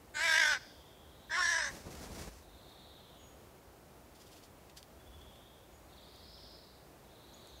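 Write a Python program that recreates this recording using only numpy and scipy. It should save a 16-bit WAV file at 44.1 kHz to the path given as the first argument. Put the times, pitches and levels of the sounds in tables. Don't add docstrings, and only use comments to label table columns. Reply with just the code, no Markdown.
import sys
import numpy as np
from scipy import signal
from scipy.fft import rfft, irfft
from scipy.io import wavfile
from scipy.ndimage import uniform_filter1d

SR = 44100
rng = np.random.default_rng(int(sys.argv[2]) if len(sys.argv) > 2 else 0)


def wav_record(signal):
    frames = np.transpose(np.atleast_2d(signal))
    bounded = np.clip(frames, -1, 1)
    quanta = np.round(bounded * 32767).astype(np.int16)
    wavfile.write(sys.argv[1], SR, quanta)


N = 335160
TIME = np.arange(N) / SR


def gain_of(db):
    return 10 ** (np.asarray(db) / 20)


def evened(x):
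    return x / np.sqrt(np.mean(x ** 2) + 1e-20)


def read(points, hz):
    f, value = np.transpose(points)
    return np.interp(np.log(hz + 1), np.log(f + 1), value)


def add(mix, s, sound):
    part = mix[max(round(s * SR), 0):][:len(sound)]
    part += sound[:len(part)]


def coloured(x, points):
    gain = gain_of(read(points, np.fft.rfftfreq(len(x), 1 / SR)))
    return evened(irfft(rfft(x) * gain, len(x)))


def wander(count, hz):
    f = np.fft.rfftfreq(count, 1 / SR)
    lowpass = (f > 0) / (1 + (f / hz) ** 2) ** 2
    return evened(irfft(rfft(rng.standard_normal(count)) * lowpass, count))


def bell(s, length):
    return np.exp(-2 * ((TIME - s) / length) ** 2)


def patches(shape, size):
    across_frequency = uniform_filter1d(rng.standard_normal(shape), size[0], 0)
    return evened(uniform_filter1d(across_frequency, size[1], 1))


def valley_and_low_air():
    # (frequency [Hz], level [dB])
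    wash_colour = [(12, -48), (20, -26), (31, -14), (53, -1.5), (137, -2.5), (202, -5), (252, -5.5),
                   (298, -4.5), (382, -3.5), (416, -6), (631, -5.5), (1720, -17.5), (3450, -23),
                   (11400, -27), (15500, -26.5)]
    # (middle [s], length [s], level [dB])
    swell_rows = [(1.083, 0.13, -63), (2.12, 0.32, -53), (5.156, 0.21, -66), (6.24, 0.26, -65)]
    wash_db, rumble_db, rumble_drift_db = -58.5, -67.5, 3
    drift_db = .4 * wander(N, 4)
    wash = gain_of(wash_db + drift_db) * coloured(rng.standard_normal(N), wash_colour)
    low_colour = [(20, -39), (40, -14.0), (57, 1.5), (80, -5), (140, -43), (600, -73)]  # (Hz, dB)
    low_air = coloured(rng.standard_normal(N), low_colour)
    swells = sum(gain_of(db) * bell(s, length) for s, length, db in swell_rows)
    return wash + low_air * (gain_of(rumble_db + rumble_drift_db * wander(N, 2.5)) + swells)


def woods(x):
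    # (frequency [Hz], time to fall by 60 dB [s])
    decay = [(300, 0.94), (1500, 0.56), (3500, 0.8), (6000, 0.96), (12000, 0.41)]
    hz, t, z = signal.stft(rng.standard_normal(SR), SR, nperseg=256)
    fade = gain_of(-60 * t / read(decay, hz)[:, None])
    tail = signal.istft(z * fade, SR, nperseg=256)[1]
    return signal.fftconvolve(x, tail / np.linalg.norm(tail))[:N]


def song(slurs_per_s=22, warble=0.0306):
    # (start [s], length [s], level before distance [dB], top of the slurs at mid-phrase [Hz],
    # their bottom [Hz], drift of both over the phrase [Hz])
    phrases = [(0.329, 0.36, -61.5, 5430, 4340, 0), (0.354, 0.77, -65.5, 3685, 3050, 0),
               (1.0, 0.47, -66, 4440, 2930, 0), (2.419, .84, -62, 4705, 3243, -700),
               (5.021, .62, -65.5, 3657, 2910, 330.5), (5.868, .86, -61, 5390, 3017, 399.5),
               (6.206, 0.34, -61.5, 5390, 4940, -2), (7.038, 0.82, -62, 4640, 3154, -100)]
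    edge_db, edge_sweep = -8, .68
    out = np.zeros(N)
    for s, length, db, top_hz, bottom_hz, drift_hz in phrases:
        u = np.linspace(-1, 1, int(length * SR))
        sweep_hz = (top_hz - bottom_hz) * (1 - (1 - edge_sweep) * u ** 2)
        slur = np.cumsum(slurs_per_s * (1 + .15 * wander(len(u), 12))) / SR % 1
        hz = bottom_hz + drift_hz * ((u + 1) / 2) ** 2 + sweep_hz * (1 - slur)
        hz = hz * (1 + warble * wander(len(u), 720))
        gate = np.sqrt(abs(np.sin(np.pi * slur)))
        whistle = gate * np.sin(2 * np.pi * np.cumsum(hz) / SR)
        add(out, s, gain_of(db + edge_db * u ** 2) * evened(whistle))
    return out


def chirps():
    # (start [s], notes [count], spacing [s], note length [s],
    # level before distance [dB], first pitch [Hz], last pitch [Hz], upward bow [Hz])
    runs = [(3.158, 1, 0, 0.2, -68.5, 6780, 6867, -130), (4.989, 6, 0.067, .04, -61, 3350, 3393, 55),
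            (5.713, 1, 0.009, 0.096, -69, 6800, 6660, 6), (5.917, 4, 0.052, .03, -59, 4420, 3000, -60),
            (6.359, 2, .085, .037, -60, 4260, 2750, -100), (7.332, 1, 0, .023, -58, 4900, 6560, 1070),
            (7.47, 2, 0.082, .047, -66, 7200, 5800, -80)]
    run_edge_db = -9.5
    out = np.zeros(N)
    for s, count, spacing, length, db, first_hz, last_hz, bow_hz in runs:
        u = np.linspace(0, 1, int(length * SR))
        glide_hz = first_hz + (last_hz - first_hz) * u + bow_hz * np.sin(np.pi * u)
        for k in range(round(count)):
            hz = glide_hz * (1 + 0.0054 * wander(len(u), 150))
            edge_db = run_edge_db * ((2 * k + 1) / count - 1) ** 2
            whistle = np.sin(np.pi * u) * np.sin(2 * np.pi * np.cumsum(hz) / SR)
            add(out, s + k * spacing, gain_of(db + edge_db) * evened(whistle))
    return out


def far_birds():
    singers, callers = song(), chirps()
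    direct = gain_of(-13.0) * singers + gain_of(-5.5) * callers
    return direct + woods(gain_of(-1.5) * singers + gain_of(-9.0) * callers)


def terrace(x, echo_db=-9, fade_s=0.016):
    t = np.arange(3000) / SR
    taps = rng.choice([-1, 1], len(t)) * (rng.random(len(t)) < .02) * np.exp(-t / fade_s)
    taps = signal.lfilter(*signal.butter(2, 1700, "high", fs=SR), taps)
    return x + gain_of(echo_db) * signal.fftconvolve(x, taps / np.linalg.norm(taps))[:len(x)]


def tearing(count=8, scatter_s=0.012, scatter_db=3.0):
    start_s, end_s, first_db, last_db = 4.15, 4.43, -63, -61.5
    crack_s, crack_hz = 0.034, 4200
    rows = []
    for u, (late, loud) in zip(np.linspace(0, 1, count), rng.standard_normal((count, 2))):
        s = start_s + u * (end_s - start_s) + scatter_s * late
        db = first_db + u * (last_db - first_db) + scatter_db * loud
        rows.append((s, db, crack_s, crack_hz))
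    return rows


def pecks(crumb_db=4, octaves=0.91):
    # (time [s], level [dB], length scale [s], centre [Hz])
    peck_rows = [(2.695, -60, .004, 4500), (4.22, -52, 0.0025, 3480), (4.367, -59.5, .045, 3800),
                 (4.697, -57, 0.0095, 2920), (4.773, -49.5, 0.019, 4170), (4.829, -49, 0.0016, 4000),
                 (5.215, -57, 0.0027, 4300), (5.358, -57.5, 0.0042, 2800), (6.16, -57, .003, 6000),
                 (7.473, -56, .003, 7000)]
    out, t = np.zeros(N), np.arange(-2048, 4096) / SR
    f = np.fft.rfftfreq(len(t), 1 / SR)
    for s, db, length, hz in peck_rows + tearing():
        crumbs = gain_of(crumb_db * np.minimum(rng.exponential(1, len(t)), 4))
        cracks = rng.standard_normal(len(t)) * crumbs
        band = 1 / (1 + (np.log2((f + 1) / hz) / octaves) ** 2)
        crunch = evened(irfft(rfft(cracks) * band))
        shape = np.exp(np.minimum(t / (0.21 * length), -t / (0.75 * length)))
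        add(out, s + t[0], gain_of(db) * crunch * shape)
    return out


def wings(flutter_db=1.36):
    # (middle [s], swish length [s], air push level [dB], feather swish level [dB])
    wingbeats = [(1.749, 0.12, -51, -54), (1.872, 0.038, -46.5, -62.5), (1.941, 0.078, -51.5, -55),
                 (2.038, 0.064, -47, -53.5), (2.113, 0.048, -50, -59.5), (2.185, 0.064, -46.5, -51.5),
                 (2.236, 0.038, -51.5, -56), (2.278, 0.024, -47, -58)]
    # (frequency [Hz], level [dB])
    air_colour = [(20, -27), (45, -0.5), (100, -3), (200, -3), (400, -8), (800, -12.5), (1600, -25),
                  (4000, -47)]
    # (frequency [Hz], level [dB])
    feather_colour = [(300, -12), (1000, 3), (2000, 5), (3200, 1.5), (5800, 4.5), (9000, -1), (15000, -8.5)]
    push_share = 0.89
    fold_s, fold_length_s, fold_db = 2.352, 0.12, -62
    push = sum(gain_of(air_db) * bell(s, push_share * length) for s, length, air_db, _ in wingbeats)
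    swish = sum(gain_of(feather_db) * bell(s, length) for s, length, _, feather_db in wingbeats)
    swish = swish + gain_of(fold_db) * bell(fold_s, fold_length_s)
    air = coloured(rng.standard_normal(N), air_colour)
    feathers = coloured(rng.standard_normal(N), feather_colour)
    return push * air + swish * feathers * gain_of(flutter_db * wander(N, 150))


def syrinx(hz, rough, jitter, shimmer_db, rasp, half_share=0.03, rattle_hz=58, rattle_db=1.0):
    count = len(hz)
    turns = np.cumsum(hz * (1 + 2 * rough * jitter * wander(count, 223))) / SR
    pulses = evened(sum(np.cos(2 * np.pi * k * turns) for k in range(1, 52)))
    pulses *= 1 + 2 * rough * half_share * wander(count, 31) * np.cos(np.pi * turns)
    air = coloured(rng.standard_normal(count), [(400, -9), (1000, 9), (1800, 11.0), (8000, 6.0)])
    puffs = evened((0.087 + np.exp(-(turns % 1) / 0.78)) * air)
    rattle = np.sin(2 * np.pi * np.cumsum(rattle_hz * (1 + 0.22 * wander(count, 33))) / SR)
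    flicker_db = shimmer_db * np.tanh(wander(count, 88)) + rattle_db * rattle
    return (pulses + rasp * rough * puffs) * gain_of(flicker_db)


def caw(row, tune, beak, throat, jitter, shimmer_db, rasp, formant_db, upper_db, shoulder, shoulder_db,
        formant_width_hz=170, upper_width_hz=210, chest=0.075, sizzle=0.96, bright=0.37, ring=1.7,
        quaver_db=.5):
    hollows = [0, 2700, 4700, 6600, 16000]
    rough_at_top, rough_per_octave = 0.32, 1.13
    throb_s, throb_length_s, throb_per_s, throb_db = .401, 0.044, 55, 3.5
    start, length, top_db, attack_s, crest_s, swell_db, sag_db, release_s, open_s = row
    age = np.arange(0, length, 1 / SR)
    t = start + age

    edge = np.clip(np.minimum(age / attack_s, (length - age) / release_s), .06, 1)
    edge_db = 20 * np.log10(edge)
    before_db = swell_db * (1 - age / crest_s) ** 2
    after_db = sag_db * ((age - crest_s) / (length - crest_s)) ** 2
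    effort_db = top_db + edge_db - np.where(age < crest_s, before_db, after_db)

    tune_s, tune_hz, tune_formant_hz = np.transpose(tune)
    hz, formant_hz = np.interp(t, tune_s, tune_hz), np.interp(t, tune_s, tune_formant_hz)
    rough = rough_at_top + rough_per_octave * np.log2(hz.max() / hz)
    opening = 1 - np.exp(-age / open_s)
    drive = terrace(syrinx(hz, np.clip(rough, .15, .8), jitter, shimmer_db, rasp))
    f, at, z = signal.stft(drive, SR, nperseg=512, noverlap=448)
    f, at = f[:, None], at + t[0]

    def hump(centre, width):
        return 1 / (1 + ((f - np.interp(at, t, centre)) / width) ** 2)

    below_top_db = np.interp(at, t, effort_db) - effort_db.max()
    thin_db = below_top_db * (chest * (f < 1200) + sizzle * (f > 9000))
    colour_db = read(throat, f) + thin_db + shoulder_db * hump(shoulder * formant_hz, formant_width_hz)
    ragged = np.clip(f / 3000, 0, 1.1)
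    blotch_db, smear = 3.5 * patches(z.shape, size=(3, 36)), 1.1 * patches(z.shape, size=(4, 40))
    z = z * gain_of(colour_db + ragged * blotch_db) * np.exp(1j * ragged * smear)

    focus = gain_of(0.27 * below_top_db)
    resonances = [(formant_hz, effort_db, formant_db * focus, formant_width_hz)]
    for first_hz, open_hz, first_db, open_db in beak:
        centre = first_hz + (open_hz - first_hz) * opening
        db = effort_db + bright * edge_db + first_db + (open_db - first_db) * opening
        resonances.append((centre, db, upper_db, upper_width_hz))
    voice = 0
    for (centre, db, height_db, width), low, high in zip(resonances, hollows, hollows[1:]):
        peak = gain_of(height_db * hump(centre, width)) * (f >= low) * (f < high)
        lag = np.exp(-1j * ring * np.arctan((f - np.interp(at, t, centre)) / width))
        part = signal.istft(z * peak * lag, SR, nperseg=512, noverlap=448)[1][:len(t)]
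        running_rms = np.sqrt(uniform_filter1d(part ** 2, size=1000) + 1e-12)
        voice = voice + gain_of(db + quaver_db * wander(len(t), 31)) * part / running_rms

    throb = np.exp(-2 * ((t - throb_s) / throb_length_s) ** 2)
    throb = throb * np.cos(2 * np.pi * throb_per_s * (t - throb_s))
    return start, voice * gain_of(throb_db * throb) * signal.windows.tukey(len(t), .03)


def crow_calls():
    # (start [s], length [s], level [dB], attack [s], loudest after [s], swell up to there [dB],
    # sag after it [dB], release [s], beak opening time [s])
    caws = [(.135, .456, -28.5, .026, 0.22, 14.5, 4.5, 0.062, 0.092),
            (1.291, .43, -31, 0.029, 0.16, 8.5, 11, 0.042, 0.21)]
    # (time [s], pitch [Hz], main throat resonance [Hz])
    tune_1 = [(.188, 296.5, 1490), (.25, 335.5, 1870), (.29, 323.2, 1740), (.345, 313.8, 1650),
              (.387, 331, 1800), (.452, 307.7, 1610), (.51, 303.6, 1540), (.552, 269, 1480),
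              (.585, 248, 1480)]
    tune_2 = [(1.294, 307.4, 1420), (1.35, 333.8, 1810), (1.377, 365, 1290), (1.402, 363.8, 1300),
              (1.425, 349.4, 1700), (1.525, 339, 1740), (1.6, 315, 1670), (1.635, 292, 1620),
              (1.7, 270, 1650)]
    # (first [Hz], open [Hz],
    # first level against the main resonance [dB], open level against it [dB])
    beak_1 = [(4100, 3520, -8.5, -9.5), (4930, 5650, -17.5, -10), (7300, 7870, -4.5, -19.5)]
    beak_2 = [(3510, 3800, -12.5, -13), (4980, 6220, -13, -6.5), (7240, 8400, -22.5, -14.5)]
    # (frequency [Hz], level [dB])
    throat_1 = [(300, -28), (640, -6), (950, -2.5), (1280, -10), (1600, -1), (1900, -6.5), (2250, -2.5),
                (2650, -10), (3600, -15), (4600, -13), (5700, -20), (6700, -17.5), (7900, -23.5),
                (9500, -24), (11500, -26.5), (15500, -41)]
    throat_2 = [(300, -26), (600, 0), (740, -16.5), (900, 2), (1080, 1.5), (1240, -11), (1430, -4.5),
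                (1750, -0.5), (2400, -10.5), (4600, -14.5), (5700, -10.5), (8500, -21), (10500, -28.5),
                (15500, -50.5)]
    crow = np.zeros(N)
    add(crow, *caw(caws[0], tune_1, beak_1, throat_1, jitter=0.0244, shimmer_db=2.0, rasp=0.63,
                   formant_db=17.0, upper_db=12.0, shoulder=1.22, shoulder_db=7))
    add(crow, *caw(caws[1], tune_2, beak_2, throat_2, jitter=0.0271, shimmer_db=2.0, rasp=0.85,
                   formant_db=15.5, upper_db=11, upper_width_hz=200, shoulder=1.18, shoulder_db=7.0))
    return crow + gain_of(-21) * woods(crow)


def scene():
    mix = valley_and_low_air() + far_birds() + terrace(pecks()) + wings() + crow_calls()
    return np.tile(mix, (2, 1))


def record(dry):
    # (frequency [Hz], side level [dB])
    side_levels = [(3000, -80), (6000, -65), (8000, -15.5), (9500, -10.5), (15000, -9.5)]
    whine_hz, whine_db, edge_hz = 11849, -83, 15750
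    whine_phase = 2 * np.pi * np.cumsum(whine_hz + 12 * wander(N, 50)) / SR
    whine = gain_of(whine_db) * evened(np.sin(whine_phase))
    side_gain = gain_of(read(side_levels, np.fft.rfftfreq(N, 1 / SR)))
    side = irfft(rfft(dry[0]) * side_gain, N) * wander(N, 140)
    wet = dry + whine + np.array([side, -side])
    lowpass = signal.firwin(511, edge_hz, window=("kaiser", 9), fs=SR)
    return signal.oaconvolve(wet, lowpass[None], "same")


dry = scene()
out = record(dry)
wav_record(out)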